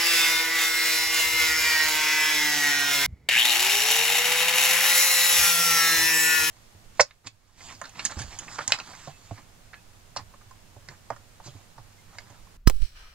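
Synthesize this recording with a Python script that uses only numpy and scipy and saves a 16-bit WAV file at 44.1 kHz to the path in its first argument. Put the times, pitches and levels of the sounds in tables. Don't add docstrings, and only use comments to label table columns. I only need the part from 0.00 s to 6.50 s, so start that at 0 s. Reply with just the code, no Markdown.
import sys
import numpy as np
from scipy import signal
from scipy.fft import rfft, irfft
from scipy.io import wavfile
from scipy.ndimage import uniform_filter1d, map_coordinates

SR = 44100
rng = np.random.default_rng(int(sys.argv[2]) if len(sys.argv) > 2 else 0)


def store_pcm(level_fs):
    pcm = np.round(np.clip(level_fs, -1, 1) * 32767).astype(np.int16)
    wavfile.write(sys.argv[1], SR, np.atleast_2d(pcm).T)


N = 286650
T, HZ = np.arange(N) / SR, np.fft.rfftfreq(N, 1 / SR)
FIRST_END_S, SWITCH_ON_S = 3.063, 3.287
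SINCE_ON_S = np.maximum(T - SWITCH_ON_S, 0)
FREE_SPEED_HZ, MAINS_HZ = 179.9, 60
DISC_TEETH, PINION_TEETH = 38, 13

# time in seconds, speed in Hz.
FIRST_SPEED_HZ = [(0.02, 169.8), (0.12, 168.3), (0.2, 165.7), (0.3, 163.8), (0.44, 163.3), (0.58, 164.6),
                  (0.66, 163.5), (0.88, 163.1), (0.98, 162.4), (1.14, 163.1), (1.24, 161.4), (1.34, 162.1),
                  (1.38, 161.8), (1.52, 159.0), (1.62, 159.6), (1.74, 156.8), (1.84, 156.4), (1.98, 154.4),
                  (2.3, 154.4), (2.38, 152.0), (2.48, 150.1), (2.58, 147.2), (2.76, 144.5), (2.86, 144.2),
                  (3.0, 141.1), (3.04, 141.3)]
# time in seconds, speed lost in Hz.
SPEED_LOSS_HZ = [(5.1, 0), (5.26, 1.85), (5.38, 4), (5.9, 14.6), (6.12, 17.5), (6.3, 18.5), (6.48, 22.5)]
# time in seconds, share from 0 to 1.
CUT_DEPTH = [(0, 0.84), (3.06, 0.84), (3.28, 0.06), (4.45, 0.28), (4.7, 0.4), (4.95, 0.6), (5.35, 0.63),
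             (5.8, 0.73), (6.5, 0.66)]
# time in seconds, rasp body in dB, sizzle in dB, both before trim.
FIRST_EFFORT_DB = [(0.02, -29, -29), (0.2, -27, -26), (0.36, -29, -29.5), (0.53, -32, -33.5),
                   (0.62, -27, -27), (0.7, -33, -30), (0.82, -30.5, -30.5), (0.9, -29.5, -27),
                   (1.1, -33, -31), (1.19, -27, -26), (1.26, -29, -28), (1.29, -32.5, -29),
                   (1.42, -28, -27.5), (1.56, -31.5, -30.5), (1.66, -29, -29.5), (2.88, -30, -32),
                   (2.93, -29, -27), (3.04, -28, -28.5)]
SECOND_EFFORT_DB = [(3.7, -26.5, -27.5), (3.76, -28, -28.5), (4.55, -29.5, -31.5), (4.62, -28.5, -26.5),
                    (4.8, -28.5, -28.5), (4.86, -28, -25), (4.93, -29.5, -26.5), (4.98, -29.5, -22),
                    (5.08, -31.5, -27), (5.35, -31.5, -26), (5.46, -31, -25), (5.52, -33.5, -27.5),
                    (6.14, -35, -30), (6.25, -36, -28), (6.34, -34.5, -31), (6.48, -36.5, -31.5)]
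# frequency in Hz, relative level in dB.
FIRST_PANEL_DB = [(150, -27.5), (300, -21.5), (500, -14), (850, -12), (1600, -3.5), (2100, 0.5), (2800, -4),
                  (3300, -5.5), (3900, -7), (4700, -8), (5600, -6.5), (7500, -15), (11000, -18),
                  (15500, -16.5)]
SECOND_PANEL_DB = [(150, -22), (300, -13), (500, -6.5), (850, -0.5), (1600, 3.5), (2100, 8.5), (2800, 5),
                   (3300, -0.5), (3900, 0.5), (4700, 1), (5600, 4.5), (7500, -2.5), (11000, 3.5),
                   (15500, -2)]
CHIP_SPRAY_DB = [(1000, -0.5), (2700, 3), (3500, 1), (5500, -2), (7500, -2.5), (15000, -1)]
HOUSING_DB = [(150, -30), (300, -17), (500, -14.5), (850, -13.5), (1300, -9), (2100, 1.5), (2800, 0),
              (3900, -7), (4700, -4), (7500, -8), (11000, 1), (15500, -7.5)]
RIM_BUZZ_DB = [(1200, -20), (2500, -2), (3500, -2), (4400, -4), (5300, -2.5), (6500, -5.5), (11000, -10.5),
               (15000, -11.5)]
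STREET_DB = [(20, -16), (60, -7), (150, -9), (400, -17), (1000, -30), (1800, -32), (2150, -19),
             (2500, -36.5), (5000, -38), (15000, -48)]
WIND_DB = [(15, -36), (35, -15), (60, 3.5), (90, -3.5), (160, -11), (300, -39), (1000, -91)]
CLACK_DB = [(120, -83.5), (450, -7), (1200, -16), (2100, 1), (2800, 7), (4000, -8), (8000, -13),
            (15000, -23)]
CASE_RATTLE_DB = [(400, -21.5), (1350, -19), (1750, 3), (2300, 0), (2900, -0.5), (3400, -7), (8000, -17),
                  (15000, -30)]
# frequency in Hz, width in Hz, lift in dB.
HOUSING_RESONANCES = [(828, 256, 17), (2855, 460, 10), (3736, 300, 12), (4160, 280, 6.5), (5780, 380, 10),
                      (7300, 1450, 12)]
# frequency in Hz, width in Hz, level in dB in cut one, in cut two.
PANEL_RESONANCES = [(719, 45, -39.5, -48), (919.4, 101, -36.5, -41.5), (1347, 55, -53, -26),
                    (1435, 43, -33, -41), (1655, 32, -37, -30), (1799, 71, -51, -25.5),
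                    (1947, 180, -37, -33), (2164, 130, -46, -39), (2323, 18, -41, -38),
                    (3560, 250, -43, -48), (4027, 85, -40, -44), (4670, 230, -45, -45),
                    (5330, 520, -42, -40), (5750, 90, -50, -38)]
# flutter from 0 to 1, roughness from 0 to 1, waver in dB.
SING_UNSTEADINESS = [(.16, .23, 1.0), (.1, .08, .6)]
# start and end in seconds, multiple of disc speed, level in dB.
EDGE_SQUEALS = [(-.1, .2, 14, -31), (0, .3, 29, -30.5), (.08, .3, 30, -32), (0, .25, 32, -29),
                (.06, .28, 16, -25), (.07, .25, 21, -29), (.18, 0.438, 22, -27.5), (.28, .48, 25, -35),
                (.22, 1.352, 13, -29.5), (.22, .33, 12, -25.5), (0.483, .61, 12, -28), (.57, .68, 22, -31),
                (.62, 1.502, 25, -34), (.65, 1.15, 34, -37), (.7, 1.25, 32, -34), (1.345, 1.693, 13, -26.5),
                (1.38, 1.7, 33, -28), (1.5, 1.95, 34, -31.5), (1.95, 2.28, 34, -33.5),
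                (1.476, 1.56, 12, -23.5), (1.646, 1.86, 12, -21.5), (1.73, 1.86, 10, -31.5),
                (1.93, 2.33, 10, -31.5), (1.93, 2.36, 15, -30.5), (1.93, 2.39, 16, -35),
                (1.93, 2.3, 26, -41), (2.04, 2.277, 13, -28), (2.33, 2.45, 23, -30), (2.36, 3.1, 11, -32.5),
                (2.365, 2.5, 14, -28), (2.44, 2.885, 13, -27.5), (2.596, 2.725, 13, -32.5),
                (2.58, 2.72, 15, -30), (2.9, 3.103, 15, -31), (2.658, 3.117, 38, -36),
                (2.88, 3.1, 24, -33.5), (4.872, 5.5, 11, -30.5), (4.85, 5.37, 22, -29.5),
                (4.835, 5.13, 34, -29.5), (4.88, 5.28, 24, -32), (4.955, 5.15, 12, -27),
                (5.28, 5.5, 33, -26), (5.3, 5.5, 14, -31.5), (5.38, 5.6, 25, -39), (5.41, 5.95, 8, -27.5),
                (5.58, 6.12, 33, -28), (5.55, 6.1, 34, -35), (5.58, 5.82, 32, -29), (5.82, 6.3, 32, -30),
                (5.684, 6.55, 11, -30.5), (5.817, 6.4, 11, -34), (6.12, 6.36, 11, -32),
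                (5.78, 6.45, 12, -30), (5.8, 6.073, 25, -28), (6.083, 6.32, 25, -36),
                (6.033, 6.49, 16, -30), (6.143, 6.33, 49, -28), (6.14, 6.35, 45, -30), (6.25, 6.47, 9, -27)]
# time in seconds, unbalance in dB, wobble in dB.
DISC_HUM_DB = [(0, -79, -41.5), (1.2, -67, -45.5), (2.2, -64, -47.5), (2.45, -51, -38.5),
               (3.05, -49.5, -43.5), (3.3, -85.5, -78), (4.0, -52.5, -60.5), (5.2, -56, -65),
               (5.6, -41.5, -49), (6.0, -45, -41), (6.5, -50, -46)]
# peak time in seconds, level in dB, half-length in seconds.
WIND_GUSTS = [(0.287, -60, 0.046), (0.373, -53, 0.035), (1.33, -57, 0.04), (1.525, -54, 0.42),
              (1.87, -53, 0.041), (3.078, -40.5, 0.05), (3.137, -38, 0.013), (5.398, -45.5, 0.071),
              (5.74, -48, 0.04), (6.017, -44.5, 0.068), (6.422, -47, 0.038)]
# start in seconds, level in dB, 60 dB decay time in seconds.
SWITCH_BLOWS = [(3.2882, -8, .014), (3.2895, -12, .014), (3.2952, -15.5, .024)]
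# time in seconds, level in dB.
TOOTH_SLAMS = [(3.3375, -20), (3.346, -15.5), (3.364, -12), (3.379, -17), (3.4035, -14), (3.412, -13),
               (3.455, -11.5), (3.4625, -16), (3.481, -16), (3.505, -16)]
# frequency in Hz, lead of the left in radians.
PORT_LEAD_RAD = [(0, 0), (1800, 0), (3400, .75), (6400, .95), (7600, -.6), (9050, -3.1), (10500, -5.5),
                 (11800, -6.8), (13300, -9.4), (14900, -12.1), (16600, -12.7)]
# frequency in Hz, coherence from 0 to 1.
PORT_COHERENCE = [(100, .93), (1000, .85), (2500, .74), (5000, .66), (8000, .92), (15000, .92)]
# frequency in Hz, left minus right in dB.
FIRST_BALANCE_DB = [(100, -2.6), (300, -3.5), (2400, -1.5), (4400, 0.5), (8000, -0.5)]
SECOND_BALANCE_DB = [(100, -1), (380, -2), (1300, 1), (2600, 4), (4400, 3), (8000, -0.5)]


def amp(db):
    return 10 ** (np.asarray(db) / 20)


def unit_rms(x):
    return x / np.sqrt(np.mean(x ** 2) + 1e-20)


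def curves(rows):
    times_s, *columns = np.transpose(rows)
    return [np.interp(T, times_s, column) for column in columns]


def spectrum(points):
    hz, value = np.transpose(points)
    return np.interp(np.log(HZ + 1), np.log(hz + 1), value)


def colour(x, shape_db):
    return unit_rms(irfft(rfft(x) * amp(spectrum(shape_db)), N))


def noise():
    return rng.standard_normal(N)


def drift(rate_hz):
    return unit_rms(irfft(rfft(noise()) / (1 + (HZ / rate_hz) ** 4), N))


def depth():
    return np.clip(curves(CUT_DEPTH)[0], 0, 1)


def rim_grit(turns, memory_turns, grains=256):
    grit = rng.standard_normal((2 * int(turns[-1]), grains))
    worn = signal.lfilter([1], [1, -np.exp(-1 / memory_turns)], grit, axis=0)[len(grit) // 2 - 1:]
    return unit_rms(map_coordinates(worn.ravel(), [turns * grains], mode="nearest"))


def panel_ring(x, spacing_hz=170, shift_s=0.403, dull_hz=11000):
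    hz, times_s, frames = signal.stft(x, SR, nperseg=1024)
    grid = np.meshgrid(hz / spacing_hz, times_s / shift_s, indexing="ij")
    ripple = map_coordinates(rng.standard_normal((400, 100)), grid, order=1, mode="mirror")
    ripple_db = 8 * hz / (hz + 5000) / (1 + (hz / dull_hz) ** 4)
    return unit_rms(signal.istft(frames * amp(ripple_db[:, None] * ripple), SR, nperseg=1024)[1][:N])


def scrape(turns, swing=0.25, scatter_db=2.6):
    spray = noise() * (1 + swing * np.cos(2 * np.pi * turns))
    chips = colour(spray * amp(scatter_db * drift(1000)), CHIP_SPRAY_DB)
    grit = panel_ring(rim_grit(turns, memory_turns=32))
    grit_share = 0.9 * depth()
    return np.sqrt(grit_share) * grit + np.sqrt(1 - grit_share) * chips


def housing_ring(x):
    lift_db = sum(db / (1 + (2 * (HZ - hz) / width_hz) ** 2) for hz, width_hz, db in HOUSING_RESONANCES)
    return unit_rms(irfft(rfft(x) * amp(lift_db), N))


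def fan_and_clatter(torque, rattle_db=2.5, knock_db=1.5):
    clatter = unit_rms(drift(160) - 0.54 * drift(23))
    air = noise() * amp(rattle_db * clatter + knock_db * drift(700))
    shaking = 1 + 0.22 * np.exp(-SINCE_ON_S / 0.67) * (torque - 1)
    return housing_ring(colour(air * shaking, HOUSING_DB))


def rasp(turns, torque, effort_db, panel_db, body_trim_db, sizzle_trim_db=2.5, split_hz=5000):
    cutting = colour(scrape(turns), panel_db)
    sound = np.sqrt(depth()) * cutting + np.sqrt(1 - depth()) * fan_and_clatter(torque)
    lows = irfft(rfft(sound) / (1 + (HZ / split_hz) ** 8), N)
    body_db, sizzle_db = curves(effort_db)
    body = amp(body_db + body_trim_db) * unit_rms(lows)
    sizzle = amp(sizzle_db + sizzle_trim_db) * unit_rms(sound - lows)
    return body + sizzle


def rim_bite(speed_hz, turns, level_db=-31.5, swing=0.49, full_drag_hz_per_s=18):
    braking_hz_per_s = uniform_filter1d(-np.gradient(speed_hz) * SR, SR // 20)
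    drag = np.clip(braking_hz_per_s / full_drag_hz_per_s, 0, 1)
    buzz = rim_grit(turns, memory_turns=45) * (1 + swing * np.cos(2 * np.pi * turns))
    return amp(level_db) * drag * colour(buzz, RIM_BUZZ_DB)


def squeal_gain(t, multiple, fade_s=0.084):
    return sum(amp(db) * np.clip(np.minimum(t - start_s, end_s - t) / fade_s + .5, 0, 1)
               for start_s, end_s, k, db in EDGE_SQUEALS if round(k) == multiple)


def panel_tone(t, turns, multiple, gain, flutter, roughness, waver_db):
    on, knots = np.flatnonzero(gain > 1e-3), np.arange(1400)
    slow, fast = rng.standard_normal((2, 2, len(knots)))
    shake, slip_rad = (flutter * np.interp(t[on], knots / 45, slow[i])
                       + roughness * np.interp(t[on], knots / 210, fast[i]) for i in range(2))
    waver = amp(waver_db * np.interp(t[on], knots * .08, rng.standard_normal(len(knots))))
    phase_rad = 2 * np.pi * (multiple * turns[on] + rng.random()) + slip_rad
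    throb = 1 + 0.012 * multiple * np.cos(2 * np.pi * (turns[on] + rng.random()))
    tone = np.zeros(len(t))
    tone[on] = gain[on] * waver * (1 + shake) * throb * np.sin(phase_rad)
    return tone


def panel_chatter(speed_hz, turns, cut, onset_loss_hz=5.3, full_loss_hz=5.4, second_grip_s=5.23):
    grid_hz = np.arange(8000)
    response = sum(amp(db[cut]) * np.exp(-abs(2 * (grid_hz - hz) / width_hz) ** 3 / 2)
                   for hz, width_hz, *db in PANEL_RESONANCES)
    running = T > SWITCH_ON_S if cut else T < FIRST_END_S
    t, disc_hz = T[running], speed_hz[running]
    grip = np.clip((FREE_SPEED_HZ - disc_hz - onset_loss_hz) / (full_loss_hz - onset_loss_hz), 0, 1)
    if cut:
        grip *= t > second_grip_s
    tones = np.zeros(N)
    for multiple in range(4, 50):
        mode_gain = grip * response.take((multiple * disc_hz).astype(int), mode="clip")
        gain = np.maximum(mode_gain, squeal_gain(t, multiple))
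        tones[running] += panel_tone(t, turns[running], multiple, gain, *SING_UNSTEADINESS[cut])
    return tones


def hum(speed_hz, turns, free_db=-31, cutting_db=-46.5):
    disc_rad = 2 * np.pi * turns
    unbalance, wobble = amp(curves(DISC_HUM_DB))
    disc = unbalance * np.sin(disc_rad) + wobble * np.sin(2 * disc_rad)
    motor_rad = disc_rad * DISC_TEETH / PINION_TEETH
    motor_gain = amp(free_db + (cutting_db - free_db) * depth()) * (speed_hz / FREE_SPEED_HZ) ** 3.25
    motor = motor_gain * (np.sin(motor_rad) + amp(-7) * np.sin(2 * motor_rad))
    return (disc + motor) * (1 + 0.19 * drift(23))


def breeze(floor_db=-63):
    gusts = sum(amp(db) * np.exp(-2 * ((T - peak_s) / half_s) ** 2) for peak_s, db, half_s in WIND_GUSTS)
    shared, left, right = (colour(noise(), WIND_DB) for _ in range(3))
    return (amp(floor_db) + gusts) * (shared + 0.2 * np.array([left, right]))


def street(level_db=-59):
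    return amp(level_db) * ports(colour(noise(), STREET_DB), FIRST_BALANCE_DB)


def switch_clacks(attack_s=0.00054):
    blows = sum(np.clip((T - start_s) / attack_s, 0, 1) * amp(db - 60 * np.maximum(T - start_s, 0) / t60_s)
                for start_s, db, t60_s in SWITCH_BLOWS)
    return blows * colour(noise(), CLACK_DB)


def spin_up_hz(kick_hz=69.7, kick_s=.075, climb_s=.46):
    kick_left_hz = kick_hz * np.exp(-SINCE_ON_S / kick_s)
    climb_left_hz = (FREE_SPEED_HZ - kick_hz) * np.exp(-SINCE_ON_S / climb_s)
    return np.maximum(FREE_SPEED_HZ - kick_left_hz - climb_left_hz - curves(SPEED_LOSS_HZ)[0], 1)


def resonate(x, hz, width_hz):
    carrier = np.exp(2j * np.pi * np.cumsum(hz) / SR)
    pole = np.exp(-np.pi * width_hz / SR)
    return 2 * (carrier * signal.lfilter([1 - pole], [1, -pole], x / carrier)).real


def gear_knocks(speed_hz, torque, jolt_db=-29, jolt_s=.13, pull_db=-32, pull_s=.76, width_hz=950):
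    jolt = amp(jolt_db) * np.exp(-(SINCE_ON_S / jolt_s) ** 4)
    pull = amp(pull_db) * np.exp(-(SINCE_ON_S / pull_s) ** 8)
    mesh_hz = np.maximum(speed_hz * DISC_TEETH, 1950)
    knocks = colour(noise() * torque * amp(1.5 * drift(115)), [(1100, -30), (1600, 1)])
    whine = resonate(resonate(knocks, mesh_hz, width_hz), mesh_hz, width_hz)
    return (jolt + pull) * housing_ring(whine)


def gear_pings(speed_hz, level_db=-19, length_s=.23, uneven_db=3.5, smear_rad=0.89, slam_s=0.0019):
    mesh_hz = np.maximum(speed_hz * DISC_TEETH, 2150)
    phase_rad = 2 * np.pi * np.cumsum(mesh_hz) / SR + smear_rad * drift(590)
    kick = np.minimum(SINCE_ON_S / .06, 1) * np.exp(-(SINCE_ON_S / length_s) ** 8)
    pings = kick * np.sin(2 * np.pi * MAINS_HZ * T) ** 10 * amp(level_db + uneven_db * drift(100))
    slams = sum(amp(db) * np.exp(-((T - peak_s) / slam_s) ** 2) for peak_s, db in TOOTH_SLAMS)
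    return np.maximum(pings, slams) * np.sin(phase_rad)


def case_rattle(torque, level_db=-23.5, length_s=.15, pulsing=0.31):
    envelope = np.minimum(.5 + SINCE_ON_S / .1, 1) * np.exp(-(SINCE_ON_S / length_s) ** 4)
    return amp(level_db) * envelope * colour(noise() * (1 - pulsing + pulsing * torque), CASE_RATTLE_DB)


def grinder(speed_hz, effort_db, panel_db, cut, body_trim_db, standstill_db=-17, judder=0.000775):
    turns = np.cumsum(speed_hz * (1 + judder * drift(30))) / SR
    torque = unit_rms(.3 + np.sin(2 * np.pi * MAINS_HZ * T) ** 8)
    speed_gain = amp(standstill_db * (1 - speed_hz / FREE_SPEED_HZ) ** 2)
    sound = speed_gain * rasp(turns, torque, effort_db, panel_db, body_trim_db)
    sound += rim_bite(speed_hz, turns) + panel_chatter(speed_hz, turns, cut) + hum(speed_hz, turns)
    if cut:
        sound += gear_knocks(speed_hz, torque) + gear_pings(speed_hz) + case_rattle(torque)
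    return sound


def ports(x, balance_db, echo_decay_s=.045):
    coherence = np.clip(spectrum(PORT_COHERENCE), 0, 1)
    echoes = noise() * np.exp(-T / echo_decay_s) * (T > .002)
    direct = np.sqrt((1 + coherence) / 2)
    scatter = np.sqrt((1 - coherence) / 2) * rfft(echoes / np.linalg.norm(echoes))
    tilt = amp(spectrum(balance_db) / 2) * np.exp(1j * spectrum(PORT_LEAD_RAD) / 2)
    return irfft(rfft(x) * np.array([(direct + scatter) * tilt, (direct - scatter) / tilt]), N)


def scene():
    first = grinder(curves(FIRST_SPEED_HZ)[0], FIRST_EFFORT_DB, FIRST_PANEL_DB, cut=0, body_trim_db=3.0)
    second = grinder(spin_up_hz(), SECOND_EFFORT_DB, SECOND_PANEL_DB, cut=1, body_trim_db=4.5)
    second = (second + switch_clacks()) * np.minimum(SINCE_ON_S / 0.0015, 1)
    first_place = ports(first, FIRST_BALANCE_DB) * (T < FIRST_END_S)
    second_place = ports(second, SECOND_BALANCE_DB) * (T > FIRST_END_S)
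    return first_place + second_place + breeze() + street()


def record(dry, edge_hz=16000):
    taps = signal.firwin(511, edge_hz, window=("kaiser", 9), fs=SR)
    return signal.oaconvolve(dry, taps[None], "same")


dry = scene()
out = record(dry)
store_pcm(out)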